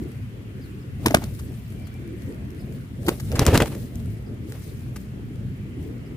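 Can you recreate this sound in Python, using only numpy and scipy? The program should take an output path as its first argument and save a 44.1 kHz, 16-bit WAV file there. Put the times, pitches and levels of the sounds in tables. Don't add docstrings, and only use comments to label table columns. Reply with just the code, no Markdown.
import sys
import numpy as np
from scipy import signal
from scipy.fft import rfft, irfft, next_fast_len
from scipy.io import wavfile
from scipy.ndimage import uniform_filter1d, map_coordinates

SR = 44100
rng = np.random.default_rng(int(sys.argv[2]) if len(sys.argv) > 2 else 0)


def wav_out(sig):
    wavfile.write(sys.argv[1], SR, np.round(np.clip(np.atleast_2d(sig).T, -1, 1) * 32767).astype(np.int16))


def attenuation_scalar(level_db):
    decades = np.asarray(level_db, float) / 20
    return 10 ** decades


N = 271773


def unit(x):
    return x / np.sqrt(np.mean(x ** 2) + 1e-20)


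def along(points, hz):
    f, v = np.transpose(points)
    return np.interp(np.log(hz + 1), np.log(f + 1), v)


def curves(rows):
    s, *columns = np.transpose(rows)
    return [np.interp(np.arange(N) / SR, s, column) for column in columns]


def wobble(rate):
    knots = rng.standard_normal(int(N * rate / SR) + 4)
    return map_coordinates(knots, [np.arange(N) * rate / SR])


def filtered(x, response):
    n = x.shape[-1]
    m = next_fast_len(n + 4096)
    return irfft(rfft(x, m) * response(np.fft.rfftfreq(m, 1 / SR)), m)[..., :n]


def rush(spectrum, alike, source=None):
    pair = rng.standard_normal((2, N)) if source is None else source

    def mid_side(hz):
        angle = np.arccos(np.clip(along(alike, hz), -1, 1)) / 2
        return attenuation_scalar(along(spectrum, hz)) * [np.cos(angle), np.sin(angle)]

    mid, side = filtered(pair, mid_side)
    return unit(np.array([mid + side, mid - side]))


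def patchy(bins, frames, depth_db):
    z = signal.stft(rng.standard_normal((2, N)), nperseg=512)[2]
    field = uniform_filter1d(rng.standard_normal(z.shape[1:]), bins, 0)
    field = uniform_filter1d(field, frames, 1)
    return signal.istft(z * attenuation_scalar(depth_db * unit(field)), nperseg=512)[1][:, :N]


def swells(s, db, rise, fall, hold=0):
    def column(v):
        return np.reshape(v, (-1, 1))

    t = np.arange(0, N + 64, 64) / SR
    late = t - column(s)
    rising = rise * np.minimum(late, 0)
    falling = column(fall) * np.maximum(late - column(hold), 0)
    power = np.sum(attenuation_scalar(column(db) + rising - falling) ** 2, axis=0)
    return np.interp(np.arange(N) / SR, t, np.sqrt(power))


# frequency in Hz, time to fall 60 dB in seconds.
YARD_DECAY = [(200, 0.14), (2000, 0.12), (12000, 0.081)]


def yard(x):
    hz, t, z = signal.stft(rng.standard_normal((2, SR // 4)), SR, nperseg=128)
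    fade = attenuation_scalar(-60 * t / along(YARD_DECAY, hz)[:, None])
    tail = signal.istft(z * fade, SR, nperseg=128)[1]
    late = np.pad(x, ((0, 0), (120, 0)))
    return signal.fftconvolve(late, tail / np.linalg.norm(tail[0]), axes=1)[:, :N]


# time in seconds, lead of the left microphone in ms.
BIRD_BEARING = [(0, 0.14), (1.5, 0.21), (3.08, 0.15), (3.32, 0.19), (3.39, 0.018), (4, 0.054), (4.5, 0.13),
                (4.96, 0.039)]


def place(out, s, sound, pan_db):
    when, lead_ms = np.transpose(BIRD_BEARING)
    lag = round(np.interp(s, when, lead_ms) * SR / 1000)
    start = round(s * SR)
    left = np.pad(sound[0], (start, N))[:N] * attenuation_scalar(pan_db / 2)
    right = np.pad(sound[1], (start + lag, N))[:N] * attenuation_scalar(-pan_db / 2)
    return out + [left, right]


# frequency in Hz, correlation from -1 to 1.
DIFFUSE_LIKENESS = [(60, 0.83), (130, 0.95), (290, 0.86), (640, 0.27), (1410, -0.25), (3100, -0.06),
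                    (6820, -0.5), (15000, 0.15)]
# frequency in Hz, relative level in dB per Hz.
FAR_COLOUR = [(400, -13), (800, -4.5), (1300, -0.5), (2000, 0.5), (2600, -2), (3200, -5), (3700, -12.5),
              (6000, -22), (9000, -36)]


def far_hum():
    drift = attenuation_scalar(-54.5 + 0.6 * wobble(2.765))
    return drift * rush(FAR_COLOUR, DIFFUSE_LIKENESS, patchy(bins=5, frames=24, depth_db=1.47))


# start in seconds, length in seconds, level in dB before flicker and the yard's answer.
FAR_CHIRPS = [(0.612, 0.067, -60.5), (0.81, 0.025, -63), (1.84, 0.058, -60), (2.593, 0.045, -63),
              (4.261, 0.036, -66), (6.055, 0.036, -66)]


def chirps():
    top_hz, fall_hz_per_s = 5270, 32000
    out = np.zeros((2, N))
    warble_hz = 260 * wobble(300)
    flicker = attenuation_scalar(4 * wobble(200))
    for s, length, db in FAR_CHIRPS:
        u = np.arange(round(length * SR)) / (length * SR)
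        start = round(s * SR)
        span = slice(start, start + len(u))
        hz = top_hz - fall_hz_per_s * length * u + warble_hz[span]
        tone = np.sin(2 * np.pi * np.cumsum(hz) / SR)
        swell = np.sqrt(np.sin(np.pi * np.sqrt(u)))
        out[:, span] += attenuation_scalar(db) * tone * flicker[span] * swell
    t = np.arange(N) / SR
    note = np.sin(2 * np.pi * np.cumsum(2345 + 25 * wobble(40)) / SR)
    note_gain = attenuation_scalar(-66.5 + 3.5 * wobble(25.1)) * np.exp(-((t - 1.96) / 0.23) ** 4)
    out += note * note_gain
    return out + yard(out)


# time in seconds, rumble and upper rumble in dB before their trims.
WIND_STRENGTH = [(0, -32, -41), (.35, -36, -43), (.9, -36, -42), (1.3, -32.5, -42), (1.7, -35.5, -41),
                 (2.3, -35.5, -40.5), (2.9, -36, -40), (3.6, -30.5, -37.5), (4.35, -35.5, -40.5),
                 (5.1, -34, -42.5), (5.6, -32, -41), (5.85, -33, -37), (6.16, -36, -40)]
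# frequency in Hz, relative level in dB per Hz.
LOW_WIND = [(12, -56.5), (20, -38), (27, -30), (53, -5.5), (86, -4), (113, -0.5), (129, -1), (162, -9.5),
            (199, -7), (260, -13), (340, -51), (570, -120)]
UPPER_WIND = [(150, -52), (230, -4.5), (280, -2), (400, -6), (520, -14.5), (700, -21.5), (1000, -33.5),
              (1500, -87)]


def wind():
    rumble_db, upper_db = curves(WIND_STRENGTH)
    lumps = wobble(9)
    rumble = unit(attenuation_scalar(1.2 * lumps + 1.5 * wobble(25)) * rush(LOW_WIND, DIFFUSE_LIKENESS))
    patches = patchy(bins=2, frames=20, depth_db=3.0)
    upper = unit(attenuation_scalar(1.05 * lumps + 1.5 * wobble(30)) * rush(UPPER_WIND, DIFFUSE_LIKENESS, patches))
    return attenuation_scalar(rumble_db + 1.5) * rumble + attenuation_scalar(upper_db - 2.0) * upper


# time in seconds, level in dB before the lean to the left, hold in seconds, fade in dB per second.
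STALK_STIRS = [(0, -57.5, .02, 34), (0.613, -61.5, .05, 18), (1.065, -44.5, 0.09, 64), (1.26, -55, .04, 40),
               (1.39, -53.5, .04, 40), (1.55, -59.5, .12, 40), (1.72, -59, .04, 66), (1.87, -63, 0.09, 13),
               (2.217, -57.5, 0.085, 110), (2.582, -57.5, .02, 56), (2.74, -56, 0.018, 107),
               (3.09, -39, 0.014, 302), (3.146, -48.5, 0.3, 40), (3.416, -46.5, 0.32, 110),
               (3.804, -50, .02, 62), (3.995, -56.5, .02, 60), (4.11, -57, 0.018, 150),
               (4.5, -50.5, 0.053, 60), (4.63, -51.5, 0.074, 150), (4.793, -57, .04, 60),
               (4.98, -56, .04, 123), (5.812, -59, 0.018, 84)]
# frequency in Hz, relative level in dB per Hz.
STALK_COLOUR = [(2000, -14), (4000, -4), (7000, -6.5), (9000, -4), (11500, -3.5), (13500, -6.5),
                (15500, -5)]


def stalks():
    s, db, hold_s, fade = np.transpose(STALK_STIRS)
    still = attenuation_scalar(-65.5)
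    gain = np.hypot(still, swells(s, db, 247, fade, hold_s))
    ticking = rng.random(N) < 900 / SR
    ticks = ticking * attenuation_scalar(3.5 * rng.exponential(size=N) + 4.5 * wobble(40))
    grain = unit(ticks * rng.standard_normal((2, N)))
    mix = 0.55 * grain + patchy(bins=30, frames=3, depth_db=2.5)
    return gain * rush(STALK_COLOUR, [(1000, 0.028)], mix) * attenuation_scalar([[1.5], [-1.5]])


def crackle(hz, ms, bright_db, dull_db):
    t = np.arange(SR // 20) / SR
    burst, apart, thud = rng.standard_normal((3, len(t)))
    spikes = attenuation_scalar(1.2 * rng.standard_normal(len(t) // 8 + 1).repeat(8)[:len(t)])
    spread = filtered(apart, lambda f: f / (f + 9000)) * [[1.1], [-1.1]]

    def colour(f):
        peak = 0.5 + 0.34 / (1 + ((f - hz) / 1200) ** 2)
        return peak / (1 + (2700 / (f + 1)) ** 4) / (1 + (f / 13000) ** 4)

    def dull(f):
        return 1 / (1 + (750 / (f + 1)) ** 4) / (1 + (f / 2600) ** 4)

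    bright = attenuation_scalar(bright_db) * unit(filtered(spikes * (burst + spread), colour))
    slap = attenuation_scalar(dull_db) * unit(filtered(thud, dull))
    held = np.exp(-(t * 1000 / ms) ** 2) + 0.14 * np.exp(-t / 0.0088)
    onset = 1 - np.exp(-t * 1000 / (0.25 * ms))
    return held * onset * (bright + slap)


# start in seconds, level in dB before a lift, contact in ms, left over right in dB.
BRIGHT_SNAPS = [(.115, -59, 5.3, 14), (1.389, -46, 14, 1), (1.722, -57, 4.9, 9), (1.868, -55, 10, 15),
                (2.076, -52, 1.9, 8), (2.219, -56, 4.4, 15), (2.504, -56, 2.8, 16), (2.722, -60, 7, 15),
                (3.03, -56, 3.5, 14), (4, -53.5, 2.6, 14), (4.058, -54, 1.8, 14), (4.117, -62, 8.2, 8),
                (4.555, -56, 4, 5), (4.62, -54, 3, 5), (5.357, -57, 2.4, 14)]


def snaps():
    out = np.zeros((2, N))
    for s, db, ms, pan_db in BRIGHT_SNAPS:
        out = place(out, s, crackle(11000, ms, db + 3.5, db - 1.5 + 4.5), pan_db)
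    return out


# time of full speed in seconds, swish in dB, buffet in dB.
WING_STROKES = [(1.076, -33.5, -22.5), (1.125, -41, -34), (1.166, -39, -26), (1.23, -39.5, -44),
                (3.084, -48, -22), (3.122, -39, -27.5), (3.349, -33, -20), (3.418, -24, -17),
                (3.486, -20, -15), (3.545, -18.5, -10.5), (3.628, -25, -13.5), (3.72, -36.5, -34.5),
                (4.55, -47, -39)]
# frequency in Hz, relative level in dB per Hz.
TORN_AIR = [(300, 6), (600, 1), (1500, -8), (2800, -9), (4500, -17.5), (10000, -23), (15500, -25)]
BUFFETING = [(30, -44), (60, 6), (100, 4), (200, -12.5), (380, -5), (550, -7.5), (800, -20), (1200, -60)]


def swish():
    s, swish_db, buffet_db = np.transpose(WING_STROKES)
    near = [(200, 0.99), (1400, 0.86), (6000, 0.17), (15000, 0.076)]  # Hz, left-right likeness
    torn = unit(attenuation_scalar(2.5 * wobble(150) + 2.5 * wobble(50)) * rush(TORN_AIR, near))
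    buffet = unit(attenuation_scalar(2 * wobble(60)) * rush(BUFFETING, near))
    return swells(s, swish_db, 314, 253) * torn + swells(s, buffet_db, 414, 680) * buffet


# centre in seconds, peak in dB before panning and the loss of deep bass, swing in Hz.
AIR_SHOVES = [(1.0609, -13, 225), (1.061, -12.5, 970), (1.0703, -9.5, 306), (1.108, -20.5, 657),
              (1.1142, -17, 270), (1.1214, -19.5, 236), (1.1456, -4, 673), (1.1501, -6, 125),
              (1.1708, -20.5, 295), (1.187, -20.5, 150), (1.222, -32.5, 810), (3.079, -19, 320),
              (3.0854, -11, 293), (3.0913, -9.5, 320), (3.3959, -8, 146), (3.403, -14.5, 74),
              (3.469, -9.5, 181), (3.4827, -13, 340), (3.5446, -11.5, 172), (3.5512, -12, 119),
              (3.5572, -7.5, 217), (3.5793, -11.5, 196), (3.6035, -12, 430), (3.619, -9, 187),
              (3.631, -25, 342), (4.965, -32, 280)]


def shoves():
    half_length_ms = 2.18
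    out = np.zeros((2, N))
    t = np.arange(-SR // 50, SR // 50) / SR
    for s, db, hz in AIR_SHOVES:
        bend = uniform_filter1d(rng.standard_normal(len(t)), 60) * 2
        steep = np.tanh(2.36 * np.sin(2 * np.pi * hz * t + bend))
        swing = np.exp(-(t * 1000 / half_length_ms) ** 2) * steep
        lump = attenuation_scalar(db) * swing / np.abs(swing).max()
        out = place(out, s + t[0], [lump, lump], 0.54)
    return filtered(out, lambda f: 1 / (1 + (48 / (f + 1)) ** 4))


# start in seconds, crack in dB before a lift, colour in Hz, contact in ms, slap in dB before a lift.
FEATHER_CRACKS = [(1.0595, -17.5, 3300, 5.1, -19.5), (1.0675, -26.5, 3500, 4.7, -23.5),
                  (1.0825, -30, 3400, 2.3, -28), (1.108, -32.5, 6500, 2.8, -30),
                  (1.1454, -13, 4800, 2.3, -15), (1.147, -17.5, 10100, 2.7, -12),
                  (1.17, -33, 3400, 1.9, -28), (1.22, -53, 5000, 7.2, -44), (1.2388, -35, 4500, 3.5, -40),
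                  (3.0637, -37, 4600, 7, -44), (3.0821, -26.5, 11300, 6.1, -24),
                  (3.0907, -24, 3600, 2.2, -21), (3.1976, -38, 12200, 7.1, -41.5),
                  (3.317, -31.5, 4600, 1.5, -31.5), (3.324, -37, 11400, 2.1, -42),
                  (3.353, -35, 5300, 13, -35), (3.3928, -13, 4500, 2.05, -17),
                  (3.452, -31, 12100, 2.6, -32), (3.4652, -10, 5130, 0.83, -15.5),
                  (3.541, -28, 3800, 3.1, -26), (3.546, -25, 9000, 2.2, -17.5),
                  (3.553, -28, 3400, 5.4, -19.5), (3.5752, -15.5, 3430, 2.3, -20),
                  (3.6012, -33, 5800, 6.4, -22), (3.6203, -25, 3380, 3.8, -22),
                  (3.657, -37, 3400, 3.3, -35.5), (3.748, -42, 11800, 6.4, -46.5),
                  (3.956, -39.5, 11800, 1.2, -55), (4.521, -40.5, 14000, 3.1, -43),
                  (4.958, -42.5, 11000, 13, -44)]


def cracks():
    out = np.zeros((2, N))
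    for s, db, hz, ms, slap_db in FEATHER_CRACKS:
        out = place(out, s, crackle(hz, ms, db + 3.5, slap_db + 4.5), 1.2)
    return out


def scene():
    background = (far_hum() + wind()) * attenuation_scalar([[0.35], [-0.35]])
    hits = snaps() + shoves() + cracks()
    return background + chirps() + stalks() + swish() + hits + attenuation_scalar(-19.0) * yard(hits)


# frequency in Hz, relative level in dB per Hz.
MICROPHONE_HISS = [(1500, -14), (3700, 0), (6000, -4), (7200, -2), (8500, -5), (11000, -5), (15500, -9)]


def low_pass(x):
    return signal.sosfilt(signal.butter(12, 16470, fs=SR, output="sos"), x)


def record(dry):
    hiss = attenuation_scalar(-63.5) * rush(MICROPHONE_HISS, [(1000, 0)])

    def response(hz):
        lean = attenuation_scalar(np.outer([1, -1], 3.0 * (hz / 15000) ** 3))
        return lean / (1 + (hz / 15500) ** 260)

    band = filtered(dry + hiss, response)
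    return low_pass(np.clip(band, -1, 1))


dry = scene()
out = record(dry)
wav_out(out)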